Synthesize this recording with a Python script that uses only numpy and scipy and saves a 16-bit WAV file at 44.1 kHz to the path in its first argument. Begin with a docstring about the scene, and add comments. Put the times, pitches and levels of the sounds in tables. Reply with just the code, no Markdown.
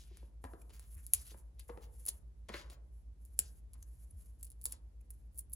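"""Sticking foam dots on a card tag

Foam adhesive dots are picked off their sheet and pressed onto a tag on a desk, in a small quiet room.
Glue and backing paper let go in sharp snaps, fingertips rub the paper, and the sheet lands with soft
knocks. Two low hums beat against each other. Two closely spaced microphone ports hang above the desk."""
import sys
import numpy as np
from scipy import signal
from scipy.fft import rfft, irfft
from scipy.io import wavfile
from scipy.ndimage import uniform_filter1d

SR = 44100
rng = np.random.default_rng(int(sys.argv[2]) if len(sys.argv) > 2 else 0)


def int16_out(signal):
    """Quantize to a 16-bit WAV file."""
    q = np.round(np.clip(np.atleast_2d(signal).T, -1, 1) * 32767)
    wavfile.write(sys.argv[1], SR, q.astype(np.int16))


N = 244755
TIME = np.arange(N) / SR

# Glue and paper letting go. Each row: start in seconds, peak in dB, tilt toward treble in dB per octave,
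# trailing crackle in dB, bass boost in dB, note of the paper flap in Hz.
SNAPS = [(.1719, -38.5, -5.5, -20, 0, 5960), (.441, -38.5, 0, -14, -5, 7640),
         (0.696, -48.5, -16, 7, -21, 2960), (0.7958, -35.5, -3.5, -11, 4, 9500),
         (0.945, -41, 2, 2, -14, 11100), (0.97, -46, 10, 0, 2, 11500),
         (1.066, -28.5, 0.5, -9.5, -7.5, 11200), (1.1358, -4, 2.5, -1, 1.5, 11300),
         (1.1392, -17, -1, -0.5, -2, 9200), (1.1473, -19.5, -2.5, -1.5, -14.5, 7460),
         (1.5954, -34, -3, -2, 0.5, 11200), (2.054, -33, -1, -10, -5, 11100),
         (2.0626, -26.5, 6.5, 7, -4, 10660), (2.066, -34, -3.5, -3.5, 0, 10300),
         (2.0738, -27, -0.5, -13, 6.5, 7200), (2.083, -21.5, -2, -11, -4, 8600),
         (2.0863, -19.5, -6, 1, -17.5, 8720), (2.089, -22.5, 5, 7.5, 3, 10900),
         (2.487, -39, -15, 5, -26, 6030), (2.7006, -38, -13, -1.5, -20, 3900),
         (3.252, -41.5, 2, -7, -14.5, 7200), (3.391, -9.5, 0.5, 2.5, 1.5, 7640),
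         (3.7345, -39.5, -5.5, -1, -20, 10000), (4.4105, -46, -2, -11, -2, 9900),
         (4.4296, -29.5, 3.5, 1.5, 7.5, 7940), (4.4685, -41.5, -4.5, -4, -15.5, 9460),
         (4.503, -37.5, 1.5, -8, -12.5, 9700), (4.518, -40.5, -2.5, -11, -15, 10740),
         (4.6146, -38, -1.5, -2, -17, 10800), (4.6412, -27.5, 18, -5, -4.5, 11000),
         (4.652, -38, 19, -8, -6, 10500), (4.6556, -15.5, -1, -3.5, -6.5, 7760),
         (4.662, -24, -2, -1, -24, 9500), (4.7195, -37.5, -1, -1, -14, 11300),
         (4.723, -24, -2, -0.5, -13, 8230), (4.7261, -37.5, -1, 4.5, 6, 7400),
         (5.1055, -32.5, 5, -4, 16, 9430), (5.377, -34.5, 6.5, -2, -6, 10000),
         (5.3858, -27.5, 8, -2, 6, 10550), (5.39, -27.5, 8.5, 5.5, 16, 9500),
         (5.4982, -48.5, 15, -0.5, 4.5, 11000), (5.5205, -46.5, -2, -7, -7, 11000),
         (5.531, -31.5, 10, 6, 4, 11100), (5.534, -25.5, 8.5, 3, 10, 10200)]
# The tone of a snap. 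Each row: frequency in Hz, level in dB.
SNAP_COLOUR = [(100, -35), (400, -21), (1100, -25.5), (2400, -22), (3200, -22.5), (4500, -15.5),
               (6000, -17.5), (7500, -7), (10000, 1), (11500, -5), (12800, -4), (15000, -14), (16500, -28)]


def snaps(lead_db=-11, lead_s=0.0017, crackle_s=0.0012, scatter_db=-9, scatter_s=0.0078,
          note_db=5, note_width=0.061, size=2048):
    """A few fibres give way, a glue strand breaks, more fibres follow; hands and desk scatter the sound."""
    out, hz, t = np.zeros(N), bins(size), TIME[:size]
    octaves = np.log2(np.clip(hz, 1000, 14000) / 10000)
    for start, db, tilt_db, crackle_db, bass_db, note_hz in SNAPS:
        first_fibres, later_fibres, paths = rng.standard_normal((3, size))
        bass = bass_db / (1 + (hz / 2400) ** 4)  # more moving paper gives more bass
        flap = note_db / (1 + ((hz / note_hz - 1) / note_width) ** 2)
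        pulse = impulse(read(SNAP_COLOUR, hz) + tilt_db * octaves + bass + flap)
        pulse /= abs(signal.hilbert(pulse)).max()
        lead = amp(lead_db) * spray(first_fibres, np.exp(-t / lead_s))[::-1]
        crinkle_s = crackle_s * np.exp(-0.07 * (db + 10))  # weak snaps let go more slowly
        trail = amp(crackle_db) * spray(later_fibres, t * np.exp(-2 * t / crinkle_s))
        trail += amp(scatter_db) * spray(paths, np.sqrt(t) * np.exp(-t / scatter_s))
        snap = signal.fftconvolve(pulse, np.concatenate([lead, [1], trail]))
        add(out, start - size / SR, amp(db) * snap)
    return out


# Runs of tiny glue ticks. Each row: start in seconds, length in seconds, final level in dB.
PEELS = [(2.056, 0.035, -62), (4.43, 0.023, -55), (4.628, 0.044, -52.5), (4.68, 0.03, -58),
         (5.312, 0.093, -53)]


def peeling(growth_db_per_s=331, release_s=0.0051, tilt_db=4):
    """Thin glue strands break one after another, louder as the pull grows, until the dot comes free."""
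    level = np.zeros(N)
    for start, length, db in PEELS:
        remaining = start + length - TIME
        pull = amp(db - growth_db_per_s * np.maximum(remaining, 0))
        level += (TIME > start) * pull * np.exp(np.minimum(remaining, 0) / release_s)
    colour = [(hz, db + tilt_db * np.log2(hz)) for hz, db in SNAP_COLOUR]
    return level * unit(tint(friction(per_s=1500, spread_db=4, hiss=0.11), colour))


# Sheet and hand landing. Each row: start in seconds, level in dB, tilt toward treble in dB per octave,
# rise in seconds, seconds for the flutter to fade 60 dB, hollow note in Hz, that note's gain in dB.
KNOCKS = [(0.107, -66, -14, 0.0062, 0.047, 395, -8), (0.223, -64, -9, 0.0042, 0.11, 421, -12),
          (0.437, -52.5, -0.5, 0.0044, 0.033, 855, -3), (.446, -57.5, -1, 0.0033, 0.055, 250, 1),
          (0.533, -56, -2.5, 0.0025, 0.018, 385, 0.5), (1.314, -65, -6.5, 0.002, .1, 410, -4),
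          (1.34, -61, -2.5, 0.0024, 0.11, 394, -6), (1.6901, -51.5, -0.5, 0.0053, 0.076, 464.7, 6),
          (1.7717, -57, -1, 0.0028, 0.027, 391, 0.5), (2.077, -63.5, -6, 0.0049, 0.098, 417, -8),
          (2.4857, -55.5, -1, .0033, 0.18, 425, -0.5), (2.494, -53.5, 0.5, 0.0023, 0.25, 212.4, 6),
          (2.537, -50, -2, 0.0047, 0.17, 536, -1.5), (2.714, -69, 1, 0.0082, 0.29, 661, -1),
          (3.39, -71.5, -5.5, 0.0036, 0.017, 182, 5.5), (3.736, -77, 2, 0.013, 0.23, 1050, 1),
          (4.655, -66.5, 1, 0.0014, 0.047, 476, 1.5), (4.733, -71, 2.5, 0.004, 0.11, 955, -4.5)]
# The tone of a knock. Each row: frequency in Hz, level in dB.
KNOCK_COLOUR = [(80, -20.5), (200, -1.5), (350, -5.5), (550, -4), (750, -4.5), (1100, -8), (2000, -14.5),
                (3500, -20), (7000, -26.5), (11000, -30), (16000, -64)]
# Where the card stack rings. Each row: frequency in Hz, width in Hz, strength in dB.
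CARD_RESONANCES = [(343, 60, 5), (530, 90, -1), (950, 260, 0.5), (1250, 130, -6), (1600, 250, -6),
                   (2000, 150, -2)]


def knocks(bend_s=0.011, swell_s=0.011, sag=0.14, waver=0.088, overtone=2.1, overtone_db=-6, size=8192):
    """The floppy sheet slaps and flutters, ringing the card stack, then flexes with a hollow note."""
    out, hz, t = np.zeros(N), bins(size), TIME[:size]
    ring = 1 + sum(amp(db) / (1 + (2 * (hz - f) / width) ** 2) for f, width, db in CARD_RESONANCES)
    body_db = read(KNOCK_COLOUR, hz) + 20 * np.log10(ring)
    octaves = np.log2(np.clip(hz, 400, 6000) / 400)
    # low bending waves travel slowly, so each slap is a short falling chirp
    delay = 2 * bend_s / (1 + hz / 300)
    chirp = np.exp(-2j * np.pi * np.cumsum(delay) * hz[1])
    age = t / swell_s
    fade = np.exp(-age ** 2 / 2)
    for start, db, tilt_db, rise, t60, note_hz, note_db in KNOCKS:
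        contacts = rng.standard_normal(size)
        slap = irfft(chirp / np.hypot(1, hz * rise / 4.4))  # a slower landing is duller
        flutter = spray(contacts, (1 - np.exp(-(t / rise) ** 2)) * amp(-60 * t / t60))
        knock = signal.fftconvolve(slap + flutter, impulse(body_db + tilt_db * octaves))[:size]
        # the grip sets the note, which wavers and sinks as the sheet relaxes
        wobble = waver * unit(uniform_filter1d(contacts, size=200))
        phase = 2 * np.pi * np.cumsum(note_hz * (1 + sag * np.exp(-age) + wobble)) / SR
        note = 2 * age * fade * (np.sin(phase) + amp(overtone_db) * fade * np.sin(overtone * phase))
        add(out, start, amp(db) * (knock / knock[:size // 8].std() + amp(note_db) * note))
    return out


# Short bands of paper noise. Each row: middle in seconds, half length in seconds, level in dB,
# centre frequency in Hz, width in octaves.
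PAPER_NOISES = [(0, 0.034, -63, 5260, 1.16), (0.148, 0.098, -74, 3080, 1.34), (0.747, 0.029, -65, 3760, 9),
                (0.83, 0.035, -72.5, 4000, 4.5), (0.927, 0.025, -63, 10400, 0.33),
                (0.986, 0.02, -72.5, 1660, 0.82), (1.186, 0.041, -63, 5650, 0.73),
                (1.277, 0.026, -70, 3970, 0.75), (1.31, 0.012, -61, 4540, 1.45),
                (1.603, 0.013, -66, 3920, 0.9), (1.836, 0.019, -64.5, 3720, 3.1),
                (2.088, 0.015, -52.5, 6040, 0.82), (2.492, 0.0045, -50.5, 2340, 0.88),
                (2.541, 0.0032, -51.5, 2000, 0.52), (2.542, 0.002, -48, 3860, 0.17),
                (2.553, 0.018, -52, 1670, 0.6), (2.572, 0.042, -59.5, 3020, 1.6),
                (2.605, 0.088, -74, 3820, 1.1), (2.726, 0.019, -61.5, 5900, 3.2),
                (3.443, 0.042, -64, 5750, 0.8), (4.717, 0.048, -72, 4570, 0.76)]


def paper_noises(skirt_db=-18):
    """Short bands of paper noise: brushing swells, the rasp of peeling, brief clacks as the sheet lands."""
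    out, hz = np.zeros(N), bins(N)
    spectrum = rfft(friction(per_s=1500, spread_db=4.2, hiss=1))
    for middle, half, db, centre_hz, width_octaves in PAPER_NOISES:
        band = np.exp(-(np.log2((hz + 1) / centre_hz) / width_octaves) ** 2)
        band += amp(skirt_db) / np.hypot(1, hz / centre_hz)
        out += amp(db) * unit(irfft(spectrum * band, N)) * np.exp(-((TIME - middle) / half) ** 2)
    return out


# Finger strokes. Each row: start in seconds, length in seconds, level in dB at average pressure.
RUBS = [(0, 0.0072, -68), (0.148, 0.11, -79.5), (0.438, 0.55, -76.5), (0.736, 0.02, -70.5),
        (0.862, 0.031, -67.5), (0.97, 0.2, -67), (1.17, 0.14, -62), (1.363, 0.014, -73), (1.61, .2, -76.5),
        (1.817, .02, -70.5), (1.951, 0.19, -68), (2.543, 0.025, -66), (2.922, 0.068, -84.5),
        (3.238, 0.033, -77.5), (3.34, 0.19, -69), (3.786, .025, -77), (3.883, 0.18, -75),
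        (4.157, 0.13, -70.5), (4.409, 0.034, -74), (4.65, 0.038, -69), (5.134, 0.062, -76),
        (5.353, 0.057, -87)]
# The tone of rubbing. Each row: frequency in Hz, level in dB.
RUB_COLOUR = [(300, -31.5), (1500, -16.5), (3000, -21), (5500, -17.5), (8000, -6), (10300, -0.5),
              (12000, -4), (13500, -13), (16000, -28)]


def rubbing(attack_s=0.027, release_s=0.055, resting_db=-91, pressure_db=4.5):
    """Soft fingertips drag on paper and foam with a fine hiss that follows their unsteady pressure."""
    level = np.full(N, amp(resting_db))  # resting fingers still stir the paper
    for start, length, db in RUBS:
        fade = np.maximum(start - TIME, 0) / attack_s + np.maximum(TIME - start - length, 0) / release_s
        level = np.maximum(level, amp(db) * np.exp(-fade))
    pressure = np.interp(TIME, np.arange(300) / 50, rng.standard_normal(300))
    drag = unit(tint(friction(per_s=5000, spread_db=3, hiss=1), RUB_COLOUR))
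    return level * amp(pressure_db * pressure) * drag


# A fingernail on card and foam. Each row: middle in seconds, level in dB, chatter note in Hz.
SCRAPES = [(0.619, -59, 2450), (1.686, -58, 2000), (3.828, -56, 6370), (4.11, -59.5, 10200),
           (5.011, -69, 2420)]


def scrapes(half_s=0.0045, note_db=13, note_width=0.086):
    """A nail slips in a quick run of catches, and the edge under it chatters at its own note."""
    out, hz = np.zeros(N), bins(N)
    spectrum = rfft(tint(friction(per_s=2500, spread_db=3, hiss=0.65), RUB_COLOUR))
    for middle, db, note_hz in SCRAPES:
        edge = amp(note_db / (1 + ((hz / note_hz - 1) / note_width) ** 2))
        out += amp(db) * unit(irfft(spectrum * edge, N)) * np.exp(-((TIME - middle) / half_s) ** 2)
    return out


# Hands settling on the desk. Each row: start in seconds, level in dB.
BUMPS = [(.44, -44.5), (.962, -47), (1.152, -47.5), (3.28, -51.5), (3.405, -46), (3.803, -49.5),
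         (4.138, -43.5)]


def bumps(desk_hz=72, swell_s=0.011):
    """The soft weight of a hand sways the desk top for a few low cycles."""
    out, t = np.zeros(N), TIME[:SR // 2]
    sway = t / swell_s * np.exp(1 - t / swell_s) * np.sin(2 * np.pi * desk_hz * t)
    for start, db in BUMPS:
        add(out, start, amp(db) * sway)
    return out


# Motor hum, mains hum and the octave above the mains. Each row: frequency in Hz, level in dB.
HUMS = [(52.53, -55.4), (59.91, -56.5), (119.82, -80)]
# The tone of room noise that both ports share. Each row: frequency in Hz, level in dB.
AIR_SHARED = [(20, -26), (38, -13.5), (52, 1.5), (70, 4), (100, -6), (160, -13), (300, -21), (600, -30),
              (1300, -41.5), (3000, -46.5), (7000, -48.5), (10300, -50), (13000, -62), (16000, -73)]
# The tone of room noise that is opposite in the two ports. Each row: frequency in Hz, level in dB.
AIR_OPPOSED = [(20, -20), (60, 8), (100, -8), (300, -18), (900, -26), (3000, -38.5), (7000, -39),
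               (10300, -41), (16000, -48.5)]


def background(in_step_s=0.11, shared_db=-63.2, opposed_db=-70.2):
    """A motor and the mains hum a few Hz apart and throb, over faint room noise."""
    hum = sum(amp(db) * np.sqrt(2) * np.cos(2 * np.pi * hz * (TIME - in_step_s)) for hz, db in HUMS)
    shared = hum + amp(shared_db) * unit(tint(rng.standard_normal(N), AIR_SHARED))
    opposed = amp(opposed_db) * unit(tint(rng.standard_normal(N), AIR_OPPOSED))
    return np.array([shared + opposed, shared - opposed])


# How long the room rings. Each row: frequency in Hz, seconds to fade 60 dB.
ROOM_FADE = [(150, 0.96), (600, 0.76), (2500, 0.21), (6000, 0.065), (10000, 0.2), (15000, 0.031)]
# The tone of the room's echoes. Each row: frequency in Hz, gain in dB.
ROOM_COLOUR = [(200, -2), (450, 1.5), (1000, 7), (2200, 6), (4000, 7.5), (7000, 8), (10000, -3.5)]
# The part of the echoes that arrives from all around. 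Each row: frequency in Hz, gain in dB.
ALL_AROUND = [(200, -9.5), (1000, -6), (4000, 2.5), (10000, -6)]


def reflections(fingers, sheet, desk_db=-15, desk_fade_s=0.057, fingers_db=-18.5, sheet_db=-15.5):
    """Sound bounces off desk and room; the sheet, off at the desk's edge, stirs more of the room."""
    desk = amp(desk_db) * echoes(fingers + sheet, [(100, desk_fade_s), (16000, desk_fade_s)], 0.0026)
    into_room = tint(amp(fingers_db) * fingers + amp(sheet_db) * sheet, ROOM_COLOUR)
    frontal, around = desk + echoes(into_room, ROOM_FADE, delay_s=0.0065)
    return ports(frontal) + tint(around, ALL_AROUND) * np.array([[1], [-1]])


def echoes(x, fade_times, delay_s, drift_per_s=0.9):
    """Two sets of dense, fading echoes whose pattern drifts as the hands move."""
    hz, t, noise = signal.stft(rng.standard_normal((2, 2, SR // 2)), SR, nperseg=256)
    tails = signal.istft(noise * amp(-60 * t / read(fade_times, hz)[:, None]), SR, nperseg=256)[1]
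    tails /= np.linalg.norm(tails, axis=2, keepdims=True)
    tails = np.pad(tails, ((0, 0), (0, 0), (round(delay_s * SR), 0)))
    turn = np.pi * drift_per_s * TIME
    feeds = x * np.array([np.cos(turn), np.sin(turn)])
    return signal.fftconvolve(feeds[:, None], tails, axes=2).sum(0)[:, :N]


# The left port compared with the right. Each row: frequency in Hz, phase lead in radians, gain in dB.
PORTS = [(100, 0, 0), (500, .6, 2.8), (780, 1.8, 3), (2500, .2, 4), (4000, 1.4, 4.8), (6000, .1, 3),
         (7600, -1.2, 4), (8100, -3.3, 0), (9000, -3.8, -.3), (10000, -5.3, 0), (11500, -6.8, 0),
         (14000, -10.2, 0), (15200, -12.4, 0)]


def ports(x):
    """Sound from the desk reaches the two microphone ports with different timing and strength."""
    table, hz = np.array(PORTS), bins(N)
    lead, gain_db = read(table[:, :2], hz), read(table[:, ::2], hz)
    left = amp(gain_db / 2) * np.exp(0.5j * lead)
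    return irfft(rfft(x) * np.array([left, 1 / left]), N)


def friction(per_s, spread_db, hiss):
    """Paper fibres catch and slip in tiny clicks of uneven size, over a smooth hiss."""
    size = amp(spread_db * np.minimum(rng.exponential(1, N), 3))
    slips = size * rng.standard_normal(N) * (rng.random(N) < per_s / SR)
    return unit(unit(slips) + hiss * rng.standard_normal(N))


def spray(noise, envelope):
    """A burst of tiny random pulses that follows a loudness curve, with a total energy of one."""
    for _ in range(6):  # each pass evens out the spectrum
        noise = irfft(np.exp(1j * np.angle(rfft(noise * envelope))))
    burst = noise * envelope
    return burst / np.linalg.norm(burst)


def impulse(db):
    """The most compact click that starts at time zero and has this spectrum."""
    cepstrum = irfft(np.log(amp(db)))
    half = len(cepstrum) // 2
    cepstrum[1:half] *= 2
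    cepstrum[half + 1:] = 0
    return irfft(np.exp(rfft(cepstrum)))


def tint(x, points):
    """Turns each frequency of a full-length sound up or down by a table."""
    return irfft(rfft(x) * amp(read(points, bins(N))), N)


def read(points, hz):
    """Reads between a table's rows on a log-frequency scale."""
    f, value = np.transpose(points)
    return np.interp(np.log(hz + 1), np.log(f + 1), value)


def bins(size):
    """The frequencies in the spectrum of that many samples."""
    return np.fft.rfftfreq(size, 1 / SR)


def amp(db):
    """Turns decibels into a gain."""
    return 10 ** (np.asarray(db) / 20)


def unit(x):
    """Scales a sound to an average (rms) level of one."""
    return x / np.sqrt(np.mean(x ** 2) + 1e-20)


def add(mix, start_s, sound):
    """Mixes a sound in at its start time."""
    part = mix[max(round(start_s * SR), 0):][:len(sound)]
    part += sound[:len(part)]


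def scene():
    """Fingers and sheet at work under the microphone, with their echoes and the room's hum."""
    fingers = snaps() + peeling() + scrapes() + rubbing()
    sheet = knocks() + paper_noises()
    return ports(fingers + sheet + bumps()) + reflections(fingers, sheet) + background()


def record(dry, cutoff_hz=16300):
    """Cuts off the very highest treble."""
    lowpass = signal.firwin(255, cutoff_hz, window=("kaiser", 9), fs=SR)
    return signal.oaconvolve(dry, lowpass[None], "same")


dry = scene()
out = record(dry)
int16_out(out)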